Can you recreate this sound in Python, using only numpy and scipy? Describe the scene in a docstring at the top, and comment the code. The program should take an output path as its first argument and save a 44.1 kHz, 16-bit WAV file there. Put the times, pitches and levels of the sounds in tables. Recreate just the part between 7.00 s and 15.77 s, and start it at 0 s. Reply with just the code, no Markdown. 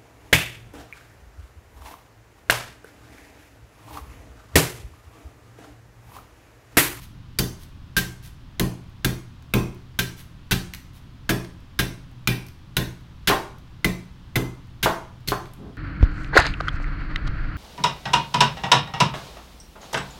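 """A workshop: a broad steel blade hews bark and chips off a board that stands on a heavy wooden workbench.
Each chop is a burst of random fibre snaps over a ringing board and blade; struck modes and noise boom below.
Three strokes run through into the bench top, as hard pulses with dying noise. Scrapes are gritty slips with
a squeak, chips and crumbs are short noise ticks, and the board's foot rubs softly near the end.
A wavering motor hum of sines lies far off in low rumble and air; decaying noise gives the reverberation."""
import sys
import numpy as np
from scipy import signal
from scipy.fft import rfft, irfft
from scipy.io import wavfile
from scipy.ndimage import uniform_filter1d

SR = 44100
rng = np.random.default_rng(int(sys.argv[2]) if len(sys.argv) > 2 else 0)


def generate_wav(signal):
    """Clip the signal to [-1, 1] and save it as 16-bit WAV at the path in sys.argv[1]."""
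    frames = np.transpose(np.atleast_2d(signal))
    scaled = np.clip(frames, -1, 1) * 32767
    pcm = np.round(scaled).astype(np.int16)
    wavfile.write(sys.argv[1], SR, pcm)


N = 386757
LENGTH = int(0.7 * SR)   # samples in each single sound
AGE = np.arange(LENGTH) / SR   # seconds since the sound began

# bites of the blade into the board: start_s, crack_db, bite_s, split_over_knock_db, board_pitch_hz,
# board_ring_db (relative to the crack, before the mix)
STROKES = [(0.387, -26.5, 0.0079, 1.5, 4630, -0.5), (0.9659, -23.5, 0.021, 4, 1587, 2.5),
           (1.596, -27, 0.0034, -2.5, 1530, -5.5), (2.046, -24.5, 0.0051, 0.5, 1614, 0),
           (2.5374, -24, 0.0027, -5.5, 2553, 0), (2.989, -23.5, 0.011, 6.5, 1568, -1.5),
           (3.5102, -30.5, 0.0064, 8, 1520, 2.5), (3.516, -23.5, 0.013, 4.5, 2680, -5.5),
           (4.2919, -23, 0.013, -4, 1664, -6.5), (4.7899, -22.5, 0.014, 0.5, 1624, -3),
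           (5.2735, -21, 0.0033, 2, 2470, 0.5), (5.767, -22.5, 0.0055, 1.5, 3940, -8),
           (6.2731, -17.5, 0.025, 2.5, 1486, -13), (6.8446, -24.5, 0.0054, 0, 2034, 4),
           (7.3562, -26, 0.0088, -3.5, 2047, 1.5), (7.8279, -22, 0.022, 4.5, 1460, -24),
           (8.2743, -34.5, 0.036, 12, 2150, -6), (8.2848, -34.5, 0.0018, 23, 4300, 6.5)]
# colour of the bench top under a direct blow or a rub: frequency_hz, relative_density_db (per Hz)
BENCH_TOP_COLOUR = [(120, -15), (250, -9.5), (345, 2.5), (500, -7), (620, -2.5), (900, -4), (1090, 0),
                    (1250, -6.5), (1500, -6), (1800, -14.5), (3000, -23), (8000, -45)]


def from_db(db):
    """Turns decibels into an amplitude factor."""
    return 10 ** (np.asarray(db) / 20)


def at_hz(points, hz):
    """Reads a table on a log-frequency axis."""
    table_hz, value = np.transpose(points)
    return np.interp(np.log(np.maximum(hz, 1)), np.log(table_hz), value)


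def unit(x, seconds):
    """Scales the first seconds of a sound to rms 1."""
    opening = x[:max(int(seconds * SR), 1)]
    return x / np.sqrt(np.mean(opening ** 2) + 1e-20)


def band(x, hz, kind):
    """Filters with a second-order Butterworth design."""
    sections = signal.butter(2, hz, kind, fs=SR, output="sos")
    return signal.sosfilt(sections, x + 1e-18)


def convolve(x, response):
    """Passes a sound through an impulse response, keeping its length."""
    return signal.fftconvolve(x, response)[:len(x)]


def response_of(spectrum, size=8192):
    """Causal (minimum-phase) impulse response with the given spectrum."""
    hz = np.arange(size // 2 + 1) * SR / size
    cepstrum = irfft(np.log(from_db(at_hz(spectrum, hz))))
    # folding the cepstrum onto positive times makes the response causal
    cepstrum[1:size // 2] *= 2
    cepstrum[size // 2 + 1:] = 0
    return irfft(np.exp(rfft(cepstrum)))


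def add(track, start_s, sound):
    """Mixes a sound into the track at its start time."""
    i = int(np.clip(start_s * SR, 0, N))
    track[i:i + len(sound)] += sound[:N - i]


def dying(t60_s):
    """Exponential decay that falls by 60 dB in t60_s."""
    return from_db(-60 * AGE / max(t60_s, 1e-3))


def ring(modes, scatter_db):
    """Struck modes; every blow meets each of them with a strength and sign of its own."""
    total = 0
    for hz, db, t60_s in modes:
        strength = from_db(db + scatter_db * rng.normal()) * rng.choice([-1, 1])
        total = total + strength * np.sin(2 * np.pi * hz * AGE) * dying(t60_s)
    return total


def snaps(per_s, spread_db):
    """Random tiny fractures of uneven size and either sign."""
    sizes = from_db(spread_db * np.minimum(rng.exponential(1, LENGTH), 3))
    signs = rng.choice([-1, 1], LENGTH)
    return sizes * signs * (rng.random(LENGTH) < per_s / SR)


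def splinter(force, colour, split_db, treble_db, seconds, knock_hz=2150, treble_hz=5800):
    """Fractures radiated by the wood: a woody knock, the splitting relative to it, and bright treble."""
    sound = convolve(force, colour)
    # each crossover is filtered twice for steeper slopes
    mids = band(band(sound, treble_hz, "low"), treble_hz, "low")
    treble = band(band(sound, treble_hz, "high"), treble_hz, "high")
    knock = band(band(mids, knock_hz, "low"), knock_hz, "low")
    split = band(band(mids, knock_hz, "high"), knock_hz, "high")
    wood = unit(knock, seconds) + from_db(split_db) * unit(split, seconds)
    return unit(wood, seconds) + from_db(treble_db) * unit(treble, seconds)


def air_noise():
    """Low rumble and thin air: steady noise shaped in the spectrum."""
    # background colour: frequency_hz, relative_density_db (per Hz)
    air_colour = [(20, -2.5), (35, -1.5), (60, 0), (130, -4.5), (200, -12), (300, -15.5), (420, -27.5),
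                  (700, -29), (1050, -25), (2200, -32.5), (3300, -31.5), (5000, -38.5), (8000, -49),
                  (16000, -53.5)]
    level_db = -43.5   # rms
    hz = np.arange(N // 2 + 1) * SR / N
    air = irfft(rfft(rng.standard_normal(N)) * from_db(at_hz(air_colour, hz)), N)
    return from_db(level_db) * air / np.std(air)


def motor_hum():
    """Distant motor: steady sines whose phases wander slowly."""
    # hum partials: pitch_hz, level_db (rms)
    partials = [(86, -55), (124, -51.5), (168, -58.5), (269, -67)]
    t = np.arange(N) / SR
    hum = 0
    for hz, db in partials:
        waver = np.interp(t, np.linspace(0, t[-1], 60), rng.standard_normal(60))
        hum = hum + from_db(db) * np.sqrt(2) * np.sin(2 * np.pi * hz * t + 0.89 * waver)
    return hum


def workshop(x):
    """Room reverberation: diffuse reflections build up over a few ms and die band by band."""
    # reverberation time: frequency_hz, t60_s
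    room_decay = [(200, 0.35), (600, 0.46), (1500, 0.43), (3000, 0.31), (6000, 0.44), (12000, 0.37),
                  (16000, 0.18)]
    edges_hz = np.geomspace(150, 19200, 8)
    tail = 0
    for low, high in zip(edges_hz, edges_hz[1:]):
        reflections = band(rng.standard_normal(LENGTH), [low, high], "band")
        tail = tail + reflections * dying(at_hz(room_decay, np.sqrt(low * high)))
    tail = tail * (1 - np.exp(-(AGE / 0.0033) ** 2))
    return convolve(x, tail / np.sqrt(np.sum(tail ** 2)))


def shuffle():
    """The board's foot rubs on the bench top: a dull, soft rumble that swells and fades."""
    start_s, length_s, level_db = 8.56, 0.19, -38
    progress = np.clip((np.arange(N) / SR - start_s) / length_s, 0, 1)
    swell = np.sin(np.pi * progress)
    rub = band(convolve(rng.standard_normal(N), response_of(BENCH_TOP_COLOUR)), 690, "low")
    frame = band(rng.standard_normal(N), [70, 260], "band")
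    return from_db(level_db) * swell * (unit(frame, 0.89) + from_db(-12.5) * unit(rub, 1))


def scrapes(colour):
    """The blade is dragged out of the cut or along the bark: gritty slips and a singing edge."""
    # drags of the blade: start_s, level_db (of the grit's mids)
    drags = [(0.0, -54.5), (0.592, -58.5), (1.226, -54.5), (3.166, -54), (3.933, -62.5)]
    time_scale_s, treble_db = 0.072, 1.5
    squeak_hz = 11100   # the edge sings as it slides along the grain
    swell = np.sin(np.pi * np.minimum(AGE / time_scale_s, 1)) ** 2
    drag = swell + 0.67 * np.exp(-AGE / time_scale_s * 2)
    edge = np.sin(2 * np.pi * squeak_hz * AGE) * dying(0.06)
    out = np.zeros(N)
    for start_s, db in drags:
        slips = snaps(per_s=1800, spread_db=1.5) * drag
        squeak = unit(convolve(slips, edge), time_scale_s)
        grit = splinter(slips, colour, 4, treble_db, time_scale_s)
        add(out, start_s, from_db(db) * (grit + from_db(-9.5) * squeak))
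    return out


def crumbs():
    """Every stroke throws a crumb that lands a moment later; rows are like those of the large chips."""
    fall_s, spread_s = 0.19, 0.2
    level_db, scatter_db, treble_db = -63.5, 5.5, 1
    rows = []
    for start_s, *_ in STROKES:
        landing_s = start_s + fall_s + spread_s * rng.random()
        rows.append((landing_s, level_db + scatter_db * rng.normal(), treble_db))
    return rows


def chips(colour):
    """Large chips snap off or drop, and crumbs land: short dying ticks of noise."""
    # large chips: start_s, level_db (of the mids), treble_over_mids_db
    large_chips = [(0.634, -63, 14), (3.7364, -32.5, -4.5), (3.7474, -41.5, 5), (4.447, -43.5, -7),
                   (5.4657, -58.5, 12), (5.485, -51, 3), (8.456, -48, -11), (8.535, -55.5, 7.5)]
    out = np.zeros(N)
    for start_s, db, treble_db in large_chips + crumbs():
        impact = rng.standard_normal(LENGTH) * dying(0.02)
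        add(out, start_s, from_db(db) * splinter(impact, colour, 3, treble_db, 0.0041))
    return out


def knocks():
    """Steel meets the bench top: a hard pulse, then the plank's many close modes die away."""
    # landings on the bench top: start_s, level_db, pulse_over_plank_db, t60_s
    landings = [(6.2994, -17, 26, 0.091), (6.3110, -17.5, 14, 0.15), (7.8591, -16, 16.5, 0.2),
                (8.32, -20.5, 27, 0.14)]
    colour = response_of(BENCH_TOP_COLOUR)
    out = np.zeros(N)
    for start_s, db, pulse_db, t60_s in landings:
        plank = rng.standard_normal(LENGTH) * dying(t60_s)
        plank[0] = from_db(pulse_db)
        add(out, start_s, from_db(db) * unit(convolve(plank, colour), 0.024))
    return out


def bench(boom_db, body_db):
    """The board drives the bench: clear modes over an irregular rumble. Returns direct and thrown sound."""
    # low modes of the bench frame: pitch_hz, relative_level_db, t60_s
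    frame_table = [(42, -1, 0.4), (85, -7.5, 0.11), (124.13, 2.5, 0.45), (179.3, -0.5, 0.49),
                   (209, -4.5, 0.35)]
    # higher modes of the bench plank: pitch_hz, relative_level_db, t60_s
    plank_table = [(275, -6, .25), (302, -3, .14), (330, 1, .35), (388, -1, .3), (423, -6, .28),
                   (461, -11, .3), (497, -12, .25), (592, -16, .3), (651, -18, .3), (712, -17, .25),
                   (866, -17, .2), (1050, -13, .2)]
    # dull thud of the plank, too many modes to tell apart: frequency_hz, relative_density_db (per Hz)
    thud_colour = [(120, -14.5), (220, -4.5), (330, 2), (400, -3), (480, -10), (620, -13), (820, -16.5),
                   (1080, -12.5), (1500, -34.5), (3000, -42.5)]
    push = 1 - np.exp(-AGE / 0.0034)   # the heavy bench takes a few ms to get moving
    clatter_force = rng.standard_normal(LENGTH) * dying(0.3) * push
    clatter = unit(convolve(clatter_force, response_of(thud_colour)), 0.084)
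    plank_modes = unit(push * ring(plank_table, scatter_db=2.5), 0.057)
    rumble_noise = band(rng.standard_normal(LENGTH), [55, 240], "band")
    rumble = unit(rumble_noise * dying(0.35) * push, 0.13)
    frame_modes = unit(push * ring(frame_table, scatter_db=2.0), 0.11)
    body = from_db(body_db) * (from_db(-2.0) * plank_modes + from_db(-7) * clatter)
    boom = from_db(boom_db) * (from_db(0.5) * frame_modes + from_db(-5) * rumble)
    return body + boom, from_db(body_db - 7.5) * clatter


def blade_ring():
    """The steel blade rings briefly, damped by the grip and the cut."""
    # blade modes: pitch_hz, relative_level_db, t60_s
    blade_modes = [(1586, -2, .32), (2030, -6, .16), (2309, -8, .2), (2480, -5, .24), (3408, -9, .18),
                   (3688, -8, .2), (4414, -14, .2), (4690, -11, .28), (6050, -13, .2), (6250, -11, .26),
                   (6400, -14, .2)]
    return from_db(-16) * unit(ring(blade_modes, scatter_db=2), 0.03)


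def board_ring(pitch_hz, ring_db, entering, pressing):
    """The board rings at a pitch set by where it is hit, blurred by the shifting contact."""
    blur = 0.04 * np.sqrt(pitch_hz / 1600)   # random phase step, radians per sample
    phase = 2 * np.pi * pitch_hz * AGE + np.cumsum(rng.normal(0, blur, LENGTH))
    decay = pressing + 0.5 * dying(80 / pitch_hz)   # high pitches die sooner
    return from_db(ring_db - 4.5) * unit(np.sin(phase) * entering * decay, 0.061)


def cut(colour, bite_s, split_db, treble_db, pitch_hz, ring_db):
    """Fibres snap while the edge sinks in; returns the direct sound and the sound thrown into the room."""
    release = np.exp(-np.maximum(AGE - bite_s, 0) / 0.013)
    pressing = release * np.exp(-0.55 * AGE / max(bite_s, 1e-3))
    entering = 1 - np.exp(-AGE / 0.00023)
    # each side of the board radiates its own fractures
    fibres = snaps(per_s=15000, spread_db=2.0) * pressing * entering
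    front = splinter(fibres, colour, split_db, treble_db, 0.027)
    scattered = pressing + 0.12 * dying(0.11)   # drawn out by the clutter around the bench
    around = splinter(rng.standard_normal(LENGTH) * scattered, colour, split_db, treble_db, 0.025)
    board = board_ring(pitch_hz, ring_db, entering, pressing)
    return front + board + blade_ring(), from_db(-6.5) * around + from_db(-11.5) * board


def stroke_balance(start_s, db, bite_s, split_db):
    """How a stroke shares out its force: levels of the treble, the bench's boom and its body, in dB."""
    # effort and bite are counted from an ordinary stroke of -25 dB and 0.01 s
    effort_db = db + 25
    doublings = np.log2(max(bite_s, 1e-3) / 0.01)
    # dry bark adds treble until it is hewn away
    bare_wood_db, fresh_bark_db, bark_lasts_s = -4, 9, 1.45
    bark_db = bare_wood_db + fresh_bark_db * np.exp(-start_s / bark_lasts_s)
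    # harder strokes reach duller wood; strokes that split well tear more bark
    treble_db = bark_db - 0.3 * effort_db + 0.1054 * split_db
    # the bench takes the force that splitting leaves; the sooner the blade stops, the more it booms
    boom_db = -27 - 0.5 * split_db - 1.5 * doublings
    # splitting spares the plank too; a longer bite makes it slightly quieter
    body_db = -30 - 1.12 * split_db - 0.1 * doublings
    return treble_db, boom_db, body_db


def chops(colour):
    """Every stroke cuts the board and shakes the bench; returns direct and thrown sound."""
    direct, thrown = np.zeros((2, N))
    for start_s, db, bite_s, split_db, pitch_hz, ring_db in STROKES:
        treble_db, boom_db, body_db = stroke_balance(start_s, db, bite_s, split_db)
        cut_direct, cut_thrown = cut(colour, bite_s, split_db, treble_db, pitch_hz, ring_db)
        bench_direct, bench_thrown = bench(boom_db, body_db)
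        add(direct, start_s, from_db(db) * cut_direct + bench_direct)
        add(thrown, start_s, from_db(db) * cut_thrown + bench_thrown)
    return direct, thrown


def scene():
    """Mixes the background, the bench sounds, the chops and their reverberation."""
    # colour of snapping fibres: frequency_hz, relative_density_db (per Hz)
    crack_colour = [(300, -23), (700, -12), (1150, -11), (1500, -4), (1850, -5.5), (2300, -4.5), (3700, -3),
                    (5000, -11), (6100, -14), (7500, -20.5), (10200, -20), (11400, -16), (16000, -21.5)]
    colour = response_of(crack_colour)
    background = air_noise() + motor_hum()
    bench_sounds = shuffle() + scrapes(colour) + chips(colour) + knocks()
    direct, thrown = chops(colour)
    room = workshop(thrown + from_db(-6.0) * bench_sounds)
    return (background + bench_sounds + direct + room)[None]


def record(dry):
    """A fast limiter holds the cracks down, the last peaks are rounded and the top is cut."""
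    top_cut = signal.ellip(10, 0.3, 80, 15900, fs=SR, output="sos")   # low-pass at 15900 Hz
    sound = signal.sosfilt(top_cut, dry)
    level_db = 20 * np.log10(np.abs(sound[0]) + 1e-9)
    over_db = np.maximum(level_db + 5.9, 0)   # excess over the -5.9 dB threshold
    release_db = 900 * np.arange(N) / SR   # 900 dB per second
    held_db = np.maximum.accumulate(over_db + release_db) - release_db
    held_db = uniform_filter1d(held_db, size=32)
    limited = sound * from_db(-held_db)
    rounded = limited / (1 + (limited / 0.43) ** 6) ** (1 / 6)
    return signal.sosfilt(top_cut, rounded)


dry = scene()
out = record(dry)
generate_wav(out)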